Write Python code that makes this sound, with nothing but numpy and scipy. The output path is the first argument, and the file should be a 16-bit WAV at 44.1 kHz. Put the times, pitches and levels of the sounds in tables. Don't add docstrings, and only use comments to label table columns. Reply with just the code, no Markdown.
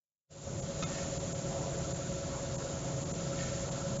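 import sys
import numpy as np
from scipy import signal
from scipy.fft import rfft, irfft
from scipy.io import wavfile

SR = 44100
rng = np.random.default_rng(int(sys.argv[2]) if len(sys.argv) > 2 else 0)


def store_wav(level_fs):
    pcm = np.round(np.clip(np.atleast_2d(level_fs), -1, 1) * 32767)
    wavfile.write(sys.argv[1], SR, pcm.T.astype(np.int16))


N = 176400
TIME = np.arange(N) / SR
SPINDLE_HZ, THROB_HZ = 9.255, 18.36


def from_db(db):
    return 10 ** (np.asarray(db) / 20)


def rms_one(x):
    return x / np.sqrt(np.mean(x ** 2) + 1e-20)


def fader(rows):
    return from_db(np.interp(TIME, *np.transpose(rows)))


def drift(rate_hz):
    step, settle = 40, 2000
    pole = np.exp(-2 * np.pi * rate_hz * step / SR)
    noise = rng.standard_normal(N // step + settle + 2)
    slow = signal.lfilter([1], [1, -2 * pole, pole * pole], noise)[settle:]
    return np.interp(np.arange(N) / step, np.arange(len(slow)), rms_one(slow))


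def resonant_noise(hz, width_hz):
    edges = [max(hz - width_hz / 2, 10), hz + width_hz / 2]
    band = signal.butter(2, edges, "band", fs=SR, output="sos")
    return rms_one(signal.sosfilt(band, rng.standard_normal(N)))


def coloured_noise(spectrum, flicker_db, flicker_hz):
    hz = np.maximum(np.arange(N // 2 + 1) * SR / N, 1)
    points, db = np.transpose(spectrum)
    skirts = np.minimum(1, hz / points[0]) ** 2 * np.minimum(1, points[-1] / hz) ** 2
    shaped = rfft(rng.standard_normal(N)) * from_db(np.interp(np.log(hz), np.log(points), db)) * skirts
    octave = np.clip(np.floor(np.log2(hz / 20)), 0, 8)
    bands = (irfft(shaped * (octave == k), N) for k in range(9))
    return rms_one(sum(band * from_db(flicker_db * drift(flicker_hz)) for band in bands))


def tone(hz, waver_db, jitter_rad, rate_hz):
    gain = from_db(waver_db * drift(rate_hz))
    phase = 2 * np.pi * (hz * TIME + rng.random()) + jitter_rad * drift(rate_hz)
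    return rms_one(gain * np.sin(phase))


def ring(clicks, hz, t60):
    pole, angle = 10 ** (-3 / (t60 * SR)), 2 * np.pi * hz / SR
    return signal.lfilter([0, np.sin(angle)], [1, -2 * pole * np.cos(angle), pole * pole], clicks + 1e-18)


def hiss():
    # f/Hz, relative density/dB
    spectrum = [(700, -32.5), (1500, -10), (2300, -11.5), (3500, -9), (5200, -9), (6200, -5), (7000, 2),
                (7600, -1.5)]
    # t/s, level/dB
    fade = [(.28, -56), (.31, -14), (.46, -4), (.76, -0.5), (.95, 3), (1.4, -0.5), (1.7, .5), (2.3, -0.14),
            (3.2, 0.4), (3.42, 2.3), (4, 0)]
    return from_db(-43.5) * fader(fade) * coloured_noise(spectrum, flicker_db=0.74, flicker_hz=25)


def frame_rumble():
    # f/Hz, width/Hz, level/dB
    resonances = [(135.3, 20, -53), (306.7, 41, -62), (365.5, 44, -55), (437, 13, -63.5), (538, 68, -52.5),
                  (683, 49, -54.5), (891, 8.3, -73), (984.5, 25, -68.5)]
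    # t/s, level/dB
    swell = [(.4, -0.5), (1.3, -0.5), (1.58, 6), (1.8, 2.5), (2.3, -1), (2.9, 1), (4, -2.5)]
    # f/Hz, relative density/dB
    spectrum = [(20, -15), (45, -5.5), (62, -5), (100, 1), (150, -5), (200, -5.5), (260, -5.5), (360, -7.5),
                (470, -11.5), (610, -14.5), (800, -16), (1150, -17.5), (1600, -29.5)]
    frame = fader(swell) * sum(from_db(db) * resonant_noise(hz, width) for hz, width, db in resonances)
    return frame + from_db(-43) * coloured_noise(spectrum, flicker_db=1.87, flicker_hz=9.7)


def wire_rubs():
    # peak t/s, half length/s, level/dB, centre f/Hz
    rubs = [(1.576, .1, -49.5, 750), (2.323, 0.07, -56.5, 1000), (2.897, 0.055, -52, 900)]
    return sum(from_db(db) * np.exp(-((TIME - t) / half) ** 2) * resonant_noise(hz, width_hz=330)
               for t, half, db, hz in rubs)


def guide_scrapes():
    # peak t/s, level/dB, time to rise 20 dB/s, t60/s
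    strokes = [(0.949, -50, 0.12, 0.64), (3.39, -48, 0.025, 0.82)]
    # f/Hz, width/Hz, relative level/dB
    resonances = [(1353, 120, -7), (1818, 100, -4), (2220, 140, -10.5), (2670, 350, -8), (3110, 370, -10.5),
                  (4570, 1100, -5)]
    envelope = sum(from_db(db - np.maximum(20 * (t - TIME) / rise, 60 * (TIME - t) / t60))
                   for t, db, rise, t60 in strokes)
    body = sum(from_db(db) * resonant_noise(hz, width) for hz, width, db in resonances)
    return envelope * body * from_db(2.0 * drift(rate_hz=90))


def knock():
    # t/s, level/dB
    strikes = [(.8248, -40), (.8288, -41), (.8345, -40)]
    # f/Hz, relative level/dB, t60/s
    modes = [(1290, -2, 0.19), (1328, -3.5, 0.19), (2150, -7, 0.14), (2524, -6, 0.27), (3600, -2, 0.14),
             (4630, -17, .025)]
    crack_t60_s = 0.032
    clicks, crack_envelope = np.zeros(N), np.zeros(N)
    for t, db in strikes:
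        clicks[int(t * SR)] = from_db(db)
        crack_envelope += (TIME >= t) * from_db(db - 60 * np.maximum(TIME - t, 0) / crack_t60_s)
    metal = sum(from_db(db) * ring(clicks, hz, t60) for hz, db, t60 in modes)
    thud = from_db(7.5) * ring(clicks, hz=162, t60=.12)
    crack = from_db(3) * crack_envelope * resonant_noise(hz=4300, width_hz=8200)
    return metal + thud + crack


def guide_chatter():
    # f/Hz, width/Hz, level/dB
    resonances = [(1331.5, 50, -59.5), (1466, 29, -64.5), (1640, 35, -71), (1823, 23, -76.5),
                  (2202, 48, -79.5)]
    first_s, half_length_s, jitter_s = 0.056, 0.026, 0.0034
    floor_db, spread_db, growth_db_per_s = -13.5, 5, 1.5
    beats = first_s + np.arange(int(TIME[-1] * THROB_HZ) + 1) / THROB_HZ
    bursts = from_db(floor_db)
    for t in beats:
        late, strength = rng.uniform(-1, 1, 2)
        from_peak = np.minimum(abs(TIME - t - late * jitter_s) / half_length_s, 1)
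        bursts = bursts + from_db(spread_db * strength) * (1 - from_peak ** 2) ** 2
    buzz = sum(from_db(db) * resonant_noise(hz, width) for hz, width, db in resonances)
    return rms_one(bursts * from_db(growth_db_per_s * TIME)) * buzz


def motor_whine():
    # offset from the main tone/turning rates, relative level/dB
    partials = [(-3, -15), (-1, -12), (0, 0), (1, -15), (2, -7)]
    whine_hz, whine_db, first_peak_s = 550.3, -46.5, .042
    turn_angle = np.pi * THROB_HZ * (TIME - first_peak_s)
    phase = 2 * np.pi * (whine_hz * TIME + rng.random()) + 0.17 * drift(rate_hz=5)
    throb = np.sqrt(2) * sum(from_db(db) * np.sin(phase + k * turn_angle) for k, db in partials)
    upper = from_db(-55.5) * tone(hz=647.6, waver_db=2.0, jitter_rad=.12, rate_hz=5.6)
    return from_db(whine_db + .9 * drift(rate_hz=6.2)) * throb + upper


def spindle_hum():
    # multiple of the turning rate, level/dB
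    harmonics = [(14, -48.5), (15, -52), (16, -50), (17, -69), (18, -48), (20, -58.5), (22, -56), (30, -60)]
    # f/Hz, level/dB
    drive_tones = [(48.7, -62.5), (75.6, -59), (86.6, -59.5), (131.6, -55), (172.9, -54), (801.3, -69.5),
                   (984.1, -77), (1834, -76), (2207.6, -74)]
    spindle = sum(from_db(db) * tone(k * SPINDLE_HZ, waver_db=3, jitter_rad=0.39, rate_hz=1.7)
                  for k, db in harmonics)
    drive = sum(from_db(db) * tone(hz, waver_db=3.5, jitter_rad=0.28, rate_hz=8) for hz, db in drive_tones)
    return spindle + drive


def treble_dips(x):
    # t/s, depth/dB
    dips = [(.613, 14), (.85, 12), (1.19, 11), (1.338, 12), (1.935, 10), (2.573, 15), (3.045, 11),
            (3.129, 15), (3.705, 12), (3.983, 12)]
    half_length_s = .008
    depth_db = sum(db * np.exp(-((TIME - t) / half_length_s) ** 4) for t, db in dips)
    treble = signal.sosfiltfilt(signal.butter(8, [1100, 6100], "band", fs=SR, output="sos"), x)
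    return x - treble * (1 - from_db(-depth_db))


def scene():
    # t/s, level/dB
    low_fade = [(.27, -69), (.31, -15.5), (.355, -12), (.42, -9.5), (.465, -2), (.75, 0), (.95, 1.5),
                (1.6, -0.6), (2.4, 0.5), (2.9, 0.5), (4, 1.2)]
    # t/s, level/dB
    mid_fade = [(.27, -69), (.31, -12), (.36, -10), (.42, -11), (.47, -3.5), (.75, -0.5), (.95, 0),
                (2.4, 0.15), (4, 1)]
    lows = fader(low_fade) * (spindle_hum() + frame_rumble())
    mids = fader(mid_fade) * (motor_whine() + guide_chatter())
    mono = treble_dips(lows + mids + hiss() + wire_rubs() + guide_scrapes()) + knock()
    return np.stack([mono, mono])


def record(dry):
    return signal.sosfilt(signal.ellip(14, .2, 80, 7500, fs=SR, output="sos"), dry)


dry = scene()
out = record(dry)
store_wav(out)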